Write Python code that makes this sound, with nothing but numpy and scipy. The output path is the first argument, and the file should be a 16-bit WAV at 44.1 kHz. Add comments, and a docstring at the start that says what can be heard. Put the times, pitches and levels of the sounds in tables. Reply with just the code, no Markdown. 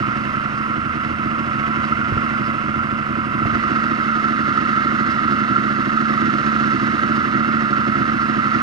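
"""Snowmobile idling on a snowy slope

A three-cylinder two-stroke, heard from a camera on the rider's head. Every stroke pumps the exhaust
pipe, but only some burn hard. The loose clutch rattles once a turn over the engine's clatter, with a
hard knock now and then. The camera is bumped twice; the engine swells as the rider leans in, and
its tone shifts as the rider looks down."""
import sys
import numpy as np
from scipy import signal
from scipy.fft import rfft, irfft, next_fast_len
from scipy.io import wavfile
from scipy.ndimage import uniform_filter1d

SR = 44100
rng = np.random.default_rng(int(sys.argv[2]) if len(sys.argv) > 2 else 0)


def dump(signal):
    """Clip the signal to [-1, 1] and save it as 16-bit WAV at the path in sys.argv[1]."""
    limited = np.clip(np.atleast_2d(signal).T, -1, 1)
    pcm = np.round(limited * 32767).astype(np.int16)
    wavfile.write(sys.argv[1], SR, pcm)


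N = 380141
T = np.arange(N) / SR
SIZE = next_fast_len(N + SR // 2)
FREQ = np.arange(SIZE // 2 + 1) * SR / SIZE

# the rider's head: (time [s], tilt [0 looking ahead, 1 down at the hood])
HEAD_TILT = [(0, 0.021), (3.36, 0), (3.52, 0.46), (4.4, 0.89), (8.62, 0.69)]
# pumping strength, one value a cylinder: (level [dB])
CYLINDER_LEVELS = [-0.5, -7.5, 4]
# clutch resonances: (frequency [Hz], width [Hz], level [dB])
CLUTCH_MODES = [(1048, 33, -18), (1123, 66, -15), (1238, 54.6, -3), (1312.6, 40, 0.5), (1353, 59, -1.5),
                (1404, 46, -3.5), (1581, 49, -10), (2022, 29, -12), (2130.5, 23, -9.5), (2685, 79, -20),
                (4900, 310, -38.5)]
# hardest clutch knocks, and at 3.43 s a ring struck along with the camera's bump: (time [s], relative peak
# [dB], ring pitch [Hz], nominal ring length [s])
HARD_KNOCKS = [(0.025, -9.5, 1290, 0.015), (0.085, -12.5, 1280, 0.0078), (0.4587, -8.5, 1420, 0.0056),
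               (0.815, -9.5, 1300, 0.0057), (0.9718, -10.5, 1300, 0.0061), (1.159, -19, 1320, 0.0088),
               (1.27, -12, 1260, 0.017), (1.9218, -5, 1326, 0.006), (2.0137, -4, 1470, 0.0068),
               (2.174, -7.5, 1346, 0.0111), (2.219, -9, 1440, 0.0089), (2.579, -14, 1310, 0.013),
               (2.7405, -13, 1360, 0.0065), (2.79, -13.1, 1330, 0.007), (3.065, -13.5, 1380, 0.0065),
               (3.113, -12, 1365, 0.012), (3.4278, -9, 1290, 0.0055), (3.638, -4.5, 1240, 0.0084),
               (4.2412, -6, 1330, 0.0126), (4.5756, -4.5, 1310, 0.0061), (4.7646, -7, 1325, 0.021),
               (4.8688, -7.5, 1350, 0.0036), (5.1895, -10.0, 1320, 0.0064), (5.2799, -6, 1333, 0.0088),
               (5.557, -3.5, 1360, 0.016), (5.6363, -10.5, 1315, 0.0072), (5.9727, -6, 1287, 0.0062),
               (6.3368, -10.5, 1313, 0.0118), (6.5605, -6, 1320, 0.0081), (6.6743, -7.8, 1420, 0.0059),
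               (7.032, -6, 1290, 0.0055), (7.1185, -8.5, 1360, 0.0043), (7.5676, -8, 1380, 0.011),
               (7.7284, -5.5, 1385, 0.0069), (7.7705, -13, 1350, 0.0072), (7.92, -9.5, 1330, 0.0096),
               (7.9532, -6.5, 1320, 0.0071), (8.018, -9.5, 1316, 0.013), (8.0525, -13.5, 1365, 0.0049),
               (8.295, -10.5, 1330, 0.0062), (8.3845, -5, 1300, 0.0076), (8.4288, -6.5, 1380, 0.007),
               (8.5115, -6.5, 1300, 0.012), (8.549, -9, 1341, 0.007)]


def amp(db):
    """Decibels to gain."""
    return 10 ** (np.asarray(db) / 20)


def unit(x):
    """Scale to a standard deviation of 1."""
    return x / np.std(x)


def curve(rows):
    """A (time, value) table as an automation curve."""
    return np.interp(T, *np.transpose(rows))


def shape(points):
    """A (frequency, value) table drawn over log frequency."""
    hz, value = np.transpose(points)
    return np.interp(np.log(FREQ + 1), np.log(hz), value)


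def through(x, response):
    """Filter by a frequency response."""
    return irfft(rfft(x, SIZE) * response, SIZE)[:N]


def causal(gain):
    """The response with this gain that rings only after it is struck."""
    cepstrum = irfft(np.log(gain + 1e-6), SIZE)
    cepstrum[1:SIZE // 2] *= 2
    cepstrum[SIZE // 2 + 1:] = 0
    return np.exp(rfft(cepstrum))


def body(modes, skirt):
    """Response of (frequency, width, level) resonances; a higher skirt makes deeper valleys."""
    power = 0
    for hz, width, db in modes:
        detuning = (FREQ ** 2 - hz ** 2) / (FREQ * width + 1)
        power += amp(2 * db) / (1 + detuning ** 2 / skirt) ** skirt
    return causal(np.sqrt(power))


def clicks(times, sizes):
    """Single clicks at the given times."""
    return np.bincount(np.clip(np.asarray(times) * SR, 0, N - 1).astype(int), sizes, N)


def noise():
    """White noise."""
    return rng.standard_normal(N)


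def wobble(hz):
    """Random drift of spread 1, rolling off above hz."""
    return unit(through(noise(), np.exp(-(FREQ / hz) ** 2)))


def hiss(level_db=-48.0):
    """The microphone's noise floor: a low rumble with faint hiss on top."""
    # (frequency [Hz], relative level [dB])
    floor_eq = [(20, 9.5), (60, 28.5), (300, 12), (2000, -42), (8000, -7.5), (11000, -12.5)]
    return unit(through(noise(), amp(shape(floor_eq)))) * amp(level_db)


def shake(turns, ahead_db=-50, down_db=-55):
    """The crankshaft rocks the whole sled once a turn."""
    return np.sin(2 * np.pi * turns) * amp(ahead_db + curve(HEAD_TILT) * (down_db - ahead_db))


def tinkles(fade_s=0.0192, grain_db=3):
    """Small loose metal parts buzz briefly in the engine bay."""
    # metallic ticks: (time [s], level [dB])
    ticks = [(0.179, -49), (0.584, -46), (1.056, -51), (1.854, -43), (2.463, -44), (5.115, -40),
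             (5.325, -40), (7.163, -42), (7.806, -50), (8.227, -43), (8.563, -46)]
    swell = sum(amp(db) * np.exp(-abs(T - s) / fade_s) for s, db in ticks)
    metal = body([(3900, 300, -5), (4450, 300, -5), (4920, 430, 0.5), (5450, 600, -7)], skirt=1.4)
    grit = noise() * amp(grain_db * noise())
    return unit(through(grit, metal)) * swell


def bumps(rub_db=-9, rub_s=0.061):
    """Dull thuds in the camera mount, each with a plastic knock and a short rub."""
    # two clusters of hits: (time [s], thud peak [dB], knock against thud [dB])
    hits = [(2.122, -9.5, -34), (2.17, -14, -30), (3.427, -15.5, -21), (3.455, -9.5, -2),
            (3.47, -14.5, -26), (3.529, -16.5, -19), (3.552, -12, -11)]
    mount = body([(42, 26, -4), (62, 22, -6), (103.3, 22, 12), (152, 200, -1), (360, 170, -11)],
                 skirt=2.7)
    case = body([(460, 180, 1), (675, 110, 3), (1100, 180, -7), (1900, 600, -18)], skirt=2.3)
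    times, db, knock_db = np.transpose(hits)
    blows = clicks(times, amp(db))
    tails = signal.lfilter([1], [1, -np.exp(-1 / (rub_s * SR))], blows)
    rub = tails * noise() * amp(rub_db) / np.sqrt(rub_s * SR)
    thuds = through(blows + rub, mount / abs(irfft(mount)).max())
    plastic = through(clicks(times, amp(db + knock_db)), case / abs(irfft(case)).max())
    return thuds + plastic


def treble_drift(x, edge_hz=3200):
    """The top end rises and falls a little."""
    # high shelf: (time [s], gain [dB])
    shelf = [(0, 1), (1.3, 0), (1.6, .5), (2.4, 0.5), (2.7, 0), (3.25, -0.5), (3.5, -0.5), (4.5, -0.6),
             (5.2, -0.7), (5.7, -.3), (6.5, 1.5), (7.5, -0.7043), (8.62, 0)]
    highs = through(x, 1 - 1 / (1 + (FREQ / edge_hz) ** 8))
    return x + highs * (amp(curve(shelf)) - 1)


def clatter(turns, slap, level_db, turn_db=0.92, stroke_db=0.17, slap_db=0.84, flutter_db=0.57):
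    """Pistons, fan and intake: fine ticks that swell with each turn, stroke and burn."""
    # tone looking ahead, shaded by the windscreen: (frequency [Hz], gain [dB])
    ahead_eq = [(300, -8.5), (480, 15), (700, 16.5), (810, 10.5), (1000, 17.5), (1500, 23), (1720, 20),
                (2050, 23), (2300, 13.5), (2800, 15), (3400, 2), (4300, -3.5), (5000, -3), (6200, -9),
                (8000, -25)]
    # tone looking down: (frequency [Hz], gain [dB])
    down_eq = [(300, -1.5), (480, 12.5), (800, 7.5), (1050, 14), (1550, 23), (1950, 23), (2140, 15),
               (2350, 5.5), (2800, 10.5), (3300, 3), (4000, 2.5), (5000, -1.7), (6500, -9), (8000, -27)]
    down = curve(HEAD_TILT)
    ticks = unit(noise() * amp(4.0 * noise()))  # 4 dB of grain
    beat_db = turn_db * np.cos(2 * np.pi * clutch_turns(turns))
    beat_db += stroke_db * np.cos(2 * np.pi * len(CYLINDER_LEVELS) * turns)
    ticks *= amp(beat_db + slap_db * slap + flutter_db * wobble(hz=34))
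    shaded = through(ticks, causal(amp(shape(ahead_eq))))
    exposed = through(ticks, causal(amp(shape(down_eq))))
    return treble_drift((1 - down) * shaded + down * exposed) * amp(level_db)


def clutch_turns(turns):
    """The turn count, nudged so that the clutch's play closes right on each hard knock."""
    times = np.transpose(HARD_KNOCKS)[0]
    at_knocks = np.interp(times, T, turns)
    turns_between = np.maximum(np.round(np.diff(at_knocks)), 1)
    whole = np.append(0, np.cumsum(turns_between))
    return turns + np.interp(T, times, whole - at_knocks)


def sheave_ring():
    """One knock on the sheaves: a quick run of contacts, so the ring builds over a few cycles."""
    smear = np.exp(-2j * np.arctan2(FREQ * 700, 1330 ** 2 - FREQ ** 2))
    ring = irfft(body(CLUTCH_MODES, skirt=1.69) * smear)[:SR // 8]
    return ring / abs(ring).max()


def clutch_rattle(turns, level_db, fade_db=4.0, taps_per_s=4000, blow_db=3, uneven_db=2.0,
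                  ceiling_db=5, lull_db=2, lull_s=0.012, hood_db=-11):
    """Once a turn the loose weights hit the sheaves, then chatter in their play; the hood rings along."""
    # hood resonances, heard with the head up: (frequency [Hz], width [Hz], level [dB])
    hood_modes = [(1013.5, 16.6, -3), (1127, 17.6, 2), (1238, 11.6, 2), (2074, 14, -6.5)]
    play = clutch_turns(turns)
    taps = (rng.random(N) < taps_per_s / SR) * np.sign(noise())
    taps *= amp(-fade_db * (play % 1))
    times = T[1:][np.diff(np.floor(play)) > 0]
    blows = clicks(times, amp(blow_db + uneven_db * rng.standard_normal(len(times))))
    chatter = unit(through(taps, body(CLUTCH_MODES, skirt=1.65)))
    chatter += signal.fftconvolve(blows, sheave_ring())[:N]
    power = uniform_filter1d(chatter ** 2, SR // 150) / amp(2 * ceiling_db)
    chatter /= (1 + power ** 2) ** .25  # soft limiter
    # around a hard knock the weights lift clear and the chatter ducks
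    hard_times = np.transpose(HARD_KNOCKS)[0]
    nearest = np.searchsorted((hard_times[1:] + hard_times[:-1]) / 2, T)
    lifted = np.exp(-((T - hard_times[nearest]) / lull_s) ** 2 / 2)
    hood = unit(through(taps, body(hood_modes, skirt=1.64))) * amp(hood_db) * (1 - curve(HEAD_TILT))
    return (chatter * amp(-lull_db * lifted) + hood) * amp(level_db)


def hard_knocks(gain_db=-4.5, crack_db=-13, lead_s=0.002993, decay_share=0.33):
    """A weight slams home: the sheaves crack and ring, with pitch and length set by where it lands."""
    track, crack = np.zeros(N + SR), sheave_ring()
    for s, db, hz, length in HARD_KNOCKS:
        decay_s = max(length * decay_share, .001)
        mode = signal.iirpeak(hz, np.pi * hz * decay_s, fs=SR)
        ring = signal.lfilter(*mode, signal.lfilter(*mode, crack))  # two passes make it swell
        knock = ring / abs(ring).max() + amp(crack_db) * crack
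        start = max(int((s - lead_s) * SR), 0)
        track[start:start + len(knock)] += knock / abs(knock).max() * amp(db + gain_db)
    return track[:N]


def burns(strokes, every=5.6, stray_strokes=0.66, strong_db=-6.0, uneven_db=0.54,
          weak_db=-22, scatter_db=3.5):
    """Burn strength per stroke: feeble in spent gas, strong every few strokes once it has cleared."""
    # hardest burns: (time [s], level above an ordinary strong burn [dB])
    thumps = [(0.002, 2.5), (0.168, 1.5), (0.363, 0.5), (0.768, 2.3), (0.961, 3), (1.051, 1.5),
              (1.245, 3.5), (1.394, 2), (1.759, 0.3), (2.486, -0.3), (2.767, 2.5), (3.09, 1.3), (3.34, 3.5),
              (3.702, 2.5), (3.902, 3), (4.396, 3.2), (4.477, 4), (4.932, 0.5), (5.314, 2.2), (5.509, 1.5),
              (5.715, 0.5), (6.09, 2), (6.213, 2), (6.274, 0.7), (6.34, 2), (6.46, 2), (6.62, 1.5),
              (6.673, 1), (6.742, 2.5), (6.821, 0.5), (6.94, 0.5), (7.104, 1.7), (7.347, 0.5), (7.55, 1.3),
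              (7.878, 2.4), (8.002, 2.8), (8.287, 2), (8.543, 3)]
    times, db = np.transpose(thumps)
    hardest = abs(strokes[:, None] - times).argmin(axis=0)
    # ordinary strong burns fill the gaps between the hardest
    burns_between = np.maximum(np.round(np.diff(hardest) / every), 1)
    counted = np.append(0, np.cumsum(burns_between))
    ordinary = np.setdiff1d(np.arange(counted[-1]), counted)
    stray, size = rng.standard_normal((len(ordinary), 2)).T
    due = np.round(np.interp(ordinary, counted, hardest) + stray_strokes * stray).astype(int)
    strong = np.zeros(len(strokes))
    strong[np.clip(due, 0, len(strokes) - 1)] = amp(strong_db + uneven_db * size)
    strong[hardest] = amp(strong_db + db)
    feeble = amp(weak_db + scatter_db * rng.standard_normal(len(strokes)))
    surge = amp([-12, -4.5, 0, -13, weak_db])  # builds over two strokes, then collapses
    return np.maximum(np.convolve(strong, surge, "same"), feeble)


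def exhaust_pipe():
    """The pipe's response: it resonates, silencer chambers delay each pulse, side branches cut notches."""
    # pipe resonances: (frequency [Hz], width [Hz], level [dB])
    pipe_modes = [(82, 4, 4.5), (116.4, 18.8, 10.5), (143.2, 16.8, 3), (198.3, 26.4, 5.5),
                  (222.54, 9.2, 3.5), (256.8, 25.4, 7), (320, 42.7, 5), (319, 25, -3), (398, 35, -9.5),
                  (498, 25, -20), (584.5, 49, -12.5), (706, 36.5, -11)]
    # silencer chambers: (frequency [Hz], width [Hz])
    chambers = [(125, 400), (215, 49), (255, 340), (330, 160), (600, 500)]
    # side branches: (cancelled frequency [Hz], width [Hz])
    branches = [(173, 5.6), (281, 3)]
    lag = 2 * sum(np.arctan2(FREQ * width, hz ** 2 - FREQ ** 2) for hz, width in chambers)
    response = body(pipe_modes, skirt=2.9) * np.exp(-1j * lag)
    for hz, width in branches:
        response *= (hz ** 2 - FREQ ** 2) / (hz ** 2 - FREQ ** 2 + 1j * FREQ * width)
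    return response


def exhaust(strokes, burn, level_db, pump_jitter_s=0.00069, burn_jitter_s=0.00045, bass_cut_db=7.0):
    """Each stroke pumps the pipe and each burn adds a sharper blast; looking down thins the bass."""
    # tone of the soft unburnt stroke: (frequency [Hz], gain [dB])
    pump_eq = [(40, -9), (74, -4), (148, -24.5), (222, -6), (296, -21.5), (450, -11.5), (800, -10.5)]
    pump_slip, burn_slip = rng.standard_normal((len(strokes), 2)).T
    puffs = clicks(strokes + pump_jitter_s * pump_slip, np.resize(amp(CYLINDER_LEVELS), len(strokes)))
    blasts = clicks(strokes + burn_jitter_s * burn_slip, burn)
    gas = through(puffs, amp(shape(pump_eq))) + blasts
    pipe = through(gas, exhaust_pipe())
    bass = through(pipe, 1 / (1 + (FREQ / 170) ** 8))
    bass_gain = amp(-bass_cut_db * curve(HEAD_TILT))
    return unit(pipe + bass * (bass_gain - 1)) * amp(level_db)


def microphone_ports(direct, scattered):
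    """Stereo: the left port is shaded, hears later and picks up scatter from hood and helmet."""
    # left against right: (frequency [Hz], phase lead [rad])
    left_phase = [(30, -0.5), (100, -0.7), (250, -1), (520, -1.5), (860, -1.84), (1380, -1.7), (1700, -2.5),
                  (2330, -2.5), (2700, -6.5), (3200, -5.5), (4000, -5.5), (6600, -5), (8400, -7)]
    # left against right: (frequency [Hz], gain [dB])
    left_eq = [(40, 0), (120, -2.5), (300, -2.5), (620, -2), (860, -2), (1100, -0.5), (1350, -6.5),
               (1560, -4), (1850, -11.5), (2500, -7.5), (2850, -13.5), (3800, -5), (5000, -6.5),
               (7500, -1.5)]
    # scattered sound on the left: (frequency [Hz], share of power [0-1])
    scatter_share = [(100, 0), (600, 0.36), (800, 0.15), (1300, 0), (2100, 0.05), (2450, 1), (5000, 0.08),
                     (7000, 0.6)]
    share, shade = shape(scatter_share), amp(shape(left_eq))
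    left = through(direct, shade * np.sqrt(1 - share) * np.exp(1j * shape(left_phase)))
    left += through(scattered, shade * np.sqrt(share))
    return np.array([left, direct])


def scene(hunting=0.015):
    """One crankshaft, hunting around idle, drives exhaust, clutch and clatter; leaning in lifts them."""
    # idle speed: (time [s], firing rate [Hz])
    idle_speed = [(0, 71.45), (0.5, 72.27), (0.95, 76.1), (1.25, 74.57), (3.4, 73), (3.93, 74.91),
                  (4.2, 72.92), (6.2, 72.74), (6.9, 74.45), (7.35, 73.05), (8.62, 73.34)]
    # the rider's posture: (time [s], lean [0 upright, 1 close over the engine])
    posture = [(0, 0.39), (0.45, 0.095), (1.25, 0.017), (1.8, 0.42), (2.35, 0.39), (2.75, 0.061),
               (3.35, 0.041), (3.55, 0.87), (4.05, 0.73), (5, 1.0), (5.8, 0.78), (6.7, 0.99), (7.6, 0.77),
               (8.62, 0.99)]
    # exhaust swell as the head turns towards the pipe: (time [s], gain [dB])
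    facing_pipe = [(0, -0.5), (4.3, 0.5), (5.4, 2), (7, 2.5), (8.62, 1.3)]
    lean = curve(posture)
    firing_hz = curve(idle_speed) * (1 + hunting * wobble(hz=10.2))
    cycles = np.cumsum(firing_hz) / SR
    strokes = T[np.diff(np.floor(cycles), prepend=-1) > 0]
    turns = cycles / len(CYLINDER_LEVELS)
    burn = burns(strokes)
    slap = unit(np.interp(T, strokes, burn - burn.mean()))
    # the engine bay twice over: same rhythm, independent grain
    bay, scattered = (clutch_rattle(turns, level_db=-22 + 4 * lean) + tinkles()
                      + clatter(turns, slap, level_db=-37.5 + 5 * lean) for _ in range(2))
    pipe = exhaust(strokes, burn, level_db=-25 + 2.5 * lean + curve(facing_pipe))
    direct = pipe + bay + shake(turns) + hard_knocks() + bumps()
    return microphone_ports(direct, scattered) + hiss()


def record(dry):
    """The camera cuts the top steeply above 11 kHz."""
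    return signal.sosfilt(signal.ellip(12, .1, 80, 11050, fs=SR, output="sos"), dry)


dry = scene()
out = record(dry)
dump(out)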